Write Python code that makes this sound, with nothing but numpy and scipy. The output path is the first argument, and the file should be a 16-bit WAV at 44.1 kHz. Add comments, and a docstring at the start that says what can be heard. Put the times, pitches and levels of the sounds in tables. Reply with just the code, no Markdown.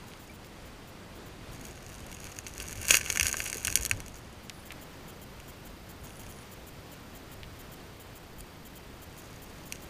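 """From the start a stream rushes past a camera in a waterproof housing on its gravel bed: shaped noise
over low eddies, with a pulsed thin whine, short lens-drive buzzes and dry ticks. From 1.5 s the bed stirs.
From 2.6 to 3.9 s a salmon on its side beats the bed with its tail: low noise bursts thud, random taps
spray grit, pebbles ring the housing modes, low sines thump. From 4.49 s the buzzes and upper whine are
louder; a thin whirr comes at 4.5 and 6 s, and a few late ticks, stirs and pebble clicks follow."""
import sys
import numpy as np
from scipy import signal
from scipy.fft import rfft, irfft, next_fast_len
from scipy.io import wavfile
from scipy.ndimage import map_coordinates

SR = 44100
rng = np.random.default_rng(int(sys.argv[2]) if len(sys.argv) > 2 else 0)


def unload_wav(signal):
    """Save mono or channel-first audio to the path in sys.argv[1] as 16-bit WAV at rate SR, clipped to [-1, 1]."""
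    wavfile.write(
        sys.argv[1],
        SR,
        np.round(np.clip(np.atleast_2d(signal).T, -1, 1) * 32767).astype(np.int16),
    )


N = 436149
TIME = np.arange(N) / SR
TOP_HZ = 15400  # band limit
LEVEL_SPAN = round(0.004 * SR)  # click levels are rms over the first 4 ms


# Tail beats. Each row: time in seconds, grit thrown up in dB, thud of the water in dB.
TAIL_BEATS = [(2.6, -47, -44), (2.78, -50, -44), (2.9, -27.5, -40.5), (3.1, -40, -44.5), (3.25, -35.5, -43),
              (3.38, -41, -43.5), (3.68, -44, -42.5), (3.765, -42, -42.5), (3.94, -54, -42.5)]
# Gentle stirs of the bed by fins and current. Each row: start in seconds, length in seconds, level in dB.
GENTLE_STIRS = [(0, 0.28, -67), (1.53, 0.49, -61.5), (2.068, 0.3, -56.5), (4.0, .18, -61.5),
                (6.048, 0.3, -60.5), (9.098, 0.66, -63.5)]
# The dig: stirred more and more, churned for a while, then settling.
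DIG_FROM_S, DIG_TO_S, DIG_DB, DIG_BUILD_DB_PER_S, DIG_SETTLE_DB_PER_S = 2.845, 3.49, -47.5, 27, 32


def stirring(rise_db_per_s=900, fall_db_per_s=125, gentle_db_per_s=70, clumps_db=1.5):
    """Bed motion in dB: the strongest of dig, tail beats and gentle stirs, with random clumping."""
    dig = amp(DIG_DB) * swell(DIG_FROM_S, DIG_TO_S, DIG_BUILD_DB_PER_S, DIG_SETTLE_DB_PER_S)
    bursts = [amp(grit_db) * swell(s, s, rise_db_per_s, fall_db_per_s)
              for s, grit_db, _ in TAIL_BEATS]
    stirs = [amp(db) * swell(s, s + length_s, rise_db_per_s, gentle_db_per_s)
             for s, length_s, db in GENTLE_STIRS]
    strongest = np.max([dig, *bursts, *stirs], axis=0)
    return 20 * np.log10(strongest + 1e-6) + clumps_db * wobble(25)


def surge(centre_hz=72, width_hz=50, churn_hz=300, churn_width_hz=380, churn_db=-16,
          rise_db_per_s=400, hold_s=0.025, fall_db_per_s=100):
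    """Tail beats push low, soft thuds of churning water against the housing."""
    pushes = [amp(thud_db) * swell(s, s + hold_s, rise_db_per_s, fall_db_per_s)
              for s, _, thud_db in TAIL_BEATS]
    modes = [(centre_hz, width_hz, 0), (churn_hz, churn_width_hz, churn_db)]
    water = noise(lambda hz: resonances(modes, hz))
    return np.max(pushes, axis=0) * water


def pebbles(contacts, trim_db=0.5, octaves=2.38, chatter=0.22, chatter_t60_s=0.0048,
            scatter=0.031, scatter_t60_s=0.051, size=1024):
    """Each stone chatters for an instant on contact, and the bed scatters a short tail."""
    out, t = np.zeros(N), np.arange(size) / SR
    decay = chatter * amp(-60 * t / chatter_t60_s) + scatter * amp(-60 * t / scatter_t60_s)
    for s, db, pitch_hz in contacts:
        force = rng.standard_normal(size) * decay
        force[0] = 1  # the first blow
        click = signal.fftconvolve(force, housing_ring(pitch_hz, octaves))
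        add(out, s, amp(db + trim_db) * click / np.sqrt(np.mean(click[:LEVEL_SPAN] ** 2)))
    return out


def small_stones(stir, rate_hz=42, full_db=-55, thinning=0.8, over_db=8, follow=0.79,
                 spread_db=3, pitch_hz=7500, octaves=1.0):
    """Random lesser contacts as (s, dB, Hz): more and harder as the bed is stirred."""
    slots = rng.random((2000, 2))  # candidates: place in time, lot
    sizes = rng.standard_normal((len(slots), 2))
    at = (slots[:, 0] * N).astype(int)
    excess_db = stir[at] - full_db
    full_chance = rate_hz * N / SR / len(slots)
    falls = slots[:, 1] < full_chance * amp(np.minimum(excess_db, 0) / thinning)
    levels_db = full_db + over_db + follow * excess_db + spread_db * np.clip(sizes[:, 0], -2, 2)
    pitches_hz = pitch_hz * 2 ** (octaves * sizes[:, 1])
    return np.column_stack([at / SR, levels_db, pitches_hz])[falls]


def grit(stir, lift_db=-48, settle=0.42):
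    """Fine sand moves at the least stir; coarser gravel needs a strong push."""
    gravel_stir = stir + settle * np.minimum(stir - lift_db, 0)
    sand = taps(stir, rate_hz=1400, pitch_hz=7500, octaves=2.2)
    gravel = taps(gravel_stir, rate_hz=650, pitch_hz=1890, octaves=2.3)
    return sand + gravel


def taps(db, rate_hz, pitch_hz, octaves, full_db=-35, spread_db=5):
    """Random grains tap the housing; the more is stirred up, the denser they fall."""
    chance = np.clip(rate_hz / SR * amp((db - full_db) / 2), 0, 1)  # rate_hz holds at full_db
    sizes = unit(amp(spread_db * np.minimum(rng.exponential(size=N), 3)))
    hits = rng.random(N) < chance
    blows = hits * sizes * rng.choice([-1, 1], N) / np.sqrt(chance)
    ring = housing_ring(pitch_hz, octaves)
    return signal.fftconvolve(blows * amp(db), ring / np.linalg.norm(ring))[:N]


# Housing resonances. Each row: centre in Hz, half-width at half amplitude in Hz, relative level in dB.
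HOUSING_MODES = [(523, 163, -6), (1160, 210, -6.5), (1545, 92, 0.5), (1766, 110, -1), (2220, 180, 0),
                 (2550, 260, -2), (2740, 180, 0.5), (3290, 120, -5.5), (4280, 200, -8), (4700, 140, -5),
                 (5030, 280, -14), (5740, 190, -1.5), (6270, 270, -3), (6680, 345, 2), (7150, 250, -10),
                 (8320, 630, -5), (9400, 140, -4), (10000, 240, -5), (10630, 620, -8.5), (13000, 1000, -9),
                 (14600, 770, -14)]


def housing_ring(pitch_hz, octaves, wall_db=-17, low_hz=600, size=1024):
    """The housing's answer to one contact; smaller stones touch more briefly and sound higher."""
    hz = np.fft.rfftfreq(size, 1 / SR) + 1
    # each spot rings its own mix
    modes = [(centre, width, db + rng.standard_normal()) for centre, width, db in HOUSING_MODES]
    wall = amp(wall_db) / (1 + (low_hz / hz) ** 2)  # passes some sound between the modes
    contact = np.exp(-(np.log2(np.maximum(hz, low_hz) / pitch_hz) / octaves) ** 2)
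    return impulse(np.hypot(resonances(modes, hz), wall) * contact, hz)


# Thumps as the fish's body or a cobble meets the bed.
# Each row: start in seconds, pitch in Hz, envelope peak in dB.
DEEP_THUMPS = [(3.21, 76, -32), (3.79, 58, -37), (3.917, 96.4, -32)]


def thumps(attack_s=0.012, t60_s=0.15):
    """A heavy, soft blow sets the camera rocking on the gravel for a few cycles."""
    out, t = np.zeros(N), np.arange(SR // 4) / SR
    shape = (1 - np.exp(-t / attack_s)) * amp(-60 * t / t60_s)
    for s, hz, db in DEEP_THUMPS:
        add(out, s, amp(db) * shape / shape.max() * np.sin(2 * np.pi * hz * t))
    return out


# Small bubbles. Each row: start in seconds, initial pitch in Hz, level before the soft onset in dB,
# 60 dB decay time in seconds.
SMALL_BUBBLES = [(.296, 2300, -42, 0.064), (3.342, 1540, -34, 0.048), (3.344, 556, -32.5, 0.023),
                 (3.556, 427, -29, 0.026)]


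def bubbles(rise_per_s=1.1, attack_s=0.0008):
    """A freed bubble rings briefly, its pitch rising."""
    out, t = np.zeros(N), np.arange(SR // 10) / SR
    for s, hz, db, t60_s in SMALL_BUBBLES:
        envelope = amp(db - 60 * t / t60_s) * (1 - np.exp(-t / attack_s))
        add(out, s, envelope * np.sin(2 * np.pi * hz * t * (1 + rise_per_s * t)))
    return out


# Dry ticks in the water that leave the housing still.
# Each row: start in seconds, level over 4 ms in dB, centre in Hz, half-width at half amplitude in Hz.
WATER_TICKS = [(0.0404, -54.5, 2000, 1200), (.1177, -51, 2500, 700), (0.1364, -48, 2500, 2200),
               (.4465, -51.5, 2500, 3000), (4.4969, -37, 4300, 4200), (4.5003, -40.5, 2300, 1400),
               (4.7062, -40, 2290, 850), (4.7092, -47, 2500, 1000), (4.718, -45, 2000, 800),
               (4.7215, -44, 7000, 12000), (4.7243, -45, 1900, 900), (7.4328, -41.5, 2700, 1200),
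               (7.4416, -48, 2700, 1100), (9.7583, -50, 2700, 1780)]


def ticks(dark_hz=1500, size=512):
    """Single sharp snaps, each with one broad, quickly damped resonance."""
    out, hz = np.zeros(N), np.fft.rfftfreq(size, 1 / SR) + 1
    low_cut = 1 + (dark_hz / hz) ** 4
    for s, db, centre_hz, width_hz in WATER_TICKS:
        snap = impulse(resonances([(centre_hz, width_hz, 0)], hz) / low_cut, hz)
        add(out, s, amp(db) * snap / np.sqrt(np.mean(snap[:LEVEL_SPAN] ** 2)))
    return out


# Spectrum of the current. Each row: frequency in Hz, relative density in dB per Hz.
CURRENT_SPECTRUM = [(10, -19.5), (22, -6), (45, -2), (110, -3), (200, -4.5), (400, -8.5), (800, -13),
                    (1300, -15.5), (3000, -20.5), (5000, -25), (8000, -30), (12000, -35), (15500, -43)]


def current(level_db=-48, sway_db=0.5, flutter_db=0.53, eddy_db=-56, eddy_hz=55, eddy_width_hz=90,
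            drift_db=1.4, swirl_db=2.0):
    """The even rush of the stream, swaying a little, over the swell of low eddies."""
    rush = noise(lambda hz: amp(along(CURRENT_SPECTRUM, hz)))
    rush_gain = amp(level_db + sway_db * wobble(1.84) + flutter_db * wobble(12))
    eddies = noise(lambda hz: resonances([(eddy_hz, eddy_width_hz, 0)], hz))
    eddy_gain = amp(eddy_db + drift_db * wobble(1.2) + swirl_db * wobble(8))
    return rush_gain * rush + eddy_gain * eddies


# Buzzes of the lens drive: a plain list of starts in seconds.
LENS_STARTS = [.067, .194, .224, .335, .443, .652, .873, 1.152, 1.259, 1.515, 1.667, 1.91, 4.163, 4.432,
               4.653, 4.812, 5.079, 5.214, 5.479, 5.65, 5.89, 6.036, 6.192, 6.29, 6.514, 6.667, 6.915,
               7.149, 7.314, 7.59, 7.717, 7.997, 8.153, 8.382, 8.65, 8.754, 9.017, 9.175, 9.418, 9.655,
               9.819]
# Lens drive resonances. Each row: centre in Hz, half-width at half amplitude in Hz, relative level in dB.
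LENS_MODES = [(3180, 300, -1.5), (7250, 840, 0), (10160, 890, -2), (13000, 680, 1), (14850, 730, 3)]
# Thin, fluttering whirr. Each row: start in seconds, length in seconds, level in dB.
WHIRR_RUNS = [(4.533, 0.11, -62), (6.01, .42, -64)]


def lens_drive(level_db=-52.5, step_s=0.029, tick_hz=635, rub_db=-5,
               whirr_hz=10000, whirr_width_hz=650, flicker_db=5):
    """The lens motor ticks quickly in short buzzes; twice a thin whirr joins it."""
    motor_ticks = np.diff(np.floor(tick_hz * TIME + 0.01 * wobble(200)), prepend=0)
    body = lambda hz: resonances(LENS_MODES, hz)
    buzz = unit(unit(filtered(motor_ticks, body)) + amp(rub_db) * noise(body))
    steps = amp(level_db) * camera_gain() * sum(switched(s, step_s) for s in LENS_STARTS)
    runs = sum(amp(db) * switched(s, length_s) for s, length_s, db in WHIRR_RUNS)
    whirr_noise = noise(lambda hz: resonances([(whirr_hz, whirr_width_hz, 0)], hz))
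    whirr = unit(amp(flicker_db * wobble(90)) * whirr_noise)
    return steps * buzz + runs * whirr


def whine(first_db=-70, second_db=-74, third_db=-66.5, pitch_hz=4710, frame_hz=29.975,
          fizz_db=-4, fizz_hz=13700, fizz_width_hz=900, hiss_db=-12):
    """The camera's electronics sing three partials, pulsing once per picture, over a steady fizz."""
    pulse = np.clip(0.5 + 2 * np.cos(2 * np.pi * frame_hz * (TIME + 0.003)), 0, 1)
    phase = 2 * np.pi * np.cumsum(pitch_hz + 8 * wobble(150)) / SR
    fizz_modes = [(fizz_hz, fizz_width_hz, 0), (8500, 3000, hiss_db)]
    fizz = noise(lambda hz: resonances(fizz_modes, hz))
    low = amp(first_db) * np.sin(phase) + amp(second_db) * np.sin(2 * phase)
    high = np.sqrt(2) * pulse * np.sin(3 * phase) + amp(fizz_db) * fizz
    return np.sqrt(2) * pulse * low + amp(third_db) * camera_gain() * high


LOUDER_AT_S, EARLIER_DB = 4.49, -7


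def camera_gain():
    """Gain of the buzzes and upper whine: one step up, then constant."""
    return amp(EARLIER_DB * (TIME < LOUDER_AT_S))


def amp(db):
    """Decibels to gain."""
    return 10 ** (np.asarray(db) / 20)


def unit(x):
    """x at rms 1."""
    return x / np.sqrt(np.mean(x ** 2) + 1e-20)


def along(points, hz):
    """(Hz, value) points interpolated on a log axis."""
    f, v = np.transpose(points)
    return np.interp(np.log(hz + 1), np.log(f + 1), v)


def wobble(rate_hz):
    """A smooth random curve, rate_hz knots a second."""
    knots = rng.standard_normal(int(N * rate_hz / SR) + 4)
    return map_coordinates(knots, [TIME * rate_hz])


def filtered(x, response):
    """x times a response of frequency."""
    m = next_fast_len(N + SR // 2)
    return irfft(rfft(x, m) * response(np.fft.rfftfreq(m, 1 / SR)), m)[:N]


def noise(response):
    """Coloured noise of rms 1."""
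    return unit(filtered(rng.standard_normal(N), response))


def resonances(modes, hz):
    """Gain of a set of (Hz, half-width Hz, dB) resonances whose powers add."""
    return np.sqrt(sum((amp(db) / (1 + ((hz - centre) / width) ** 2)) ** 2
                       for centre, width, db in modes))


def impulse(gain, hz):
    """The causal, band-limited pulse with this spectrum: sharp attack, then ringing."""
    cepstrum = irfft(np.log(gain / (1 + (hz / TOP_HZ) ** 40) + 1e-4))
    half = len(cepstrum) // 2
    cepstrum[1:half] *= 2  # folding the cepstrum gives minimum phase
    cepstrum[half + 1:] = 0
    return irfft(np.exp(rfft(cepstrum)))


def swell(start_s, end_s, rise_db_per_s, fall_db_per_s):
    """A gain that rises to 1 at the start, holds until the end and dies away."""
    before, after = np.maximum(start_s - TIME, 0), np.maximum(TIME - end_s, 0)
    return amp(-rise_db_per_s * before - fall_db_per_s * after)


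def switched(s, length_s, edge_s=0.0012):
    """On for length_s from s, with short edges."""
    return np.clip(np.minimum(TIME - s, s + length_s - TIME) / edge_s, 0, 1)


def add(track, s, sound):
    """Mix a sound into a track at s seconds."""
    part = track[max(round(s * SR), 0):][:len(sound)]
    part += sound[:len(part)]


# The loudest pebble contacts.
# Each row: start in seconds, level over 4 ms before trim in dB, contact pitch in Hz.
LOUD_PEBBLES = [(1.653, -44, 4600), (2.243, -41.5, 6800), (2.388, -34, 4200), (2.4664, -37, 2200),
                (2.471, -39, 7600), (2.58, -38, 6000), (2.6013, -35, 3195), (2.7284, -38, 6000),
                (2.8307, -38, 9000), (2.8529, -37, 8000), (2.8837, -25.5, 13000), (2.8963, -28, 9000),
                (2.9078, -12, 2930), (2.9108, -17.5, 4200), (2.9257, -28, 13000), (2.9405, -25, 1400),
                (2.9436, -16.5, 1900), (2.9516, -21, 5000), (2.9544, -24.5, 5000), (2.9703, -21, 13000),
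                (3.012, -31.5, 1600), (3.0616, -32.5, 1397), (3.102, -22.5, 3400), (3.126, -29.5, 8000),
                (3.159, -29, 3400), (3.1731, -23, 2200), (3.1979, -19.5, 3800), (3.2103, -20.5, 4000),
                (3.2304, -23.5, 3900), (3.268, -22.5, 4200), (3.2827, -27, 4300), (3.3283, -25.5, 7600),
                (3.3422, -30, 1000), (3.369, -30.5, 6000), (3.4034, -27, 2500), (3.4637, -34, 1900),
                (3.4998, -33.5, 4600), (3.529, -29.5, 4600), (3.6493, -25.5, 5900), (3.652, -30, 4200),
                (3.6715, -25, 5600), (3.68, -27, 2700), (3.7018, -32.5, 3400), (3.726, -31, 6800),
                (3.756, -15.5, 8500), (3.7733, -28.5, 6000), (3.8329, -31.5, 8000), (3.8513, -27.5, 10000),
                (3.8613, -27, 6500), (3.8961, -35, 7600), (3.9126, -19, 1850), (4.0034, -39, 6000),
                (4.0624, -46, 6000), (4.0819, -44, 12000), (4.1432, -48, 7000), (5.401, -47.5, 4200),
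                (8.407, -44, 8000), (9.724, -31, 4960)]


def scene():
    """Stirred bed, stream and camera on one channel."""
    stir = stirring()
    bed = grit(stir) + pebbles(LOUD_PEBBLES) + pebbles(small_stones(stir)) + thumps()
    water = surge() + bubbles() + ticks() + current()
    camera = lens_drive() + whine()
    return (bed + water + camera)[None]


def record(dry):
    """Clips peaks at full scale, then removes everything from the band limit up."""
    return filtered(np.clip(dry[0], -1, 1), lambda hz: hz < TOP_HZ)[None]


dry = scene()
out = record(dry)
unload_wav(out)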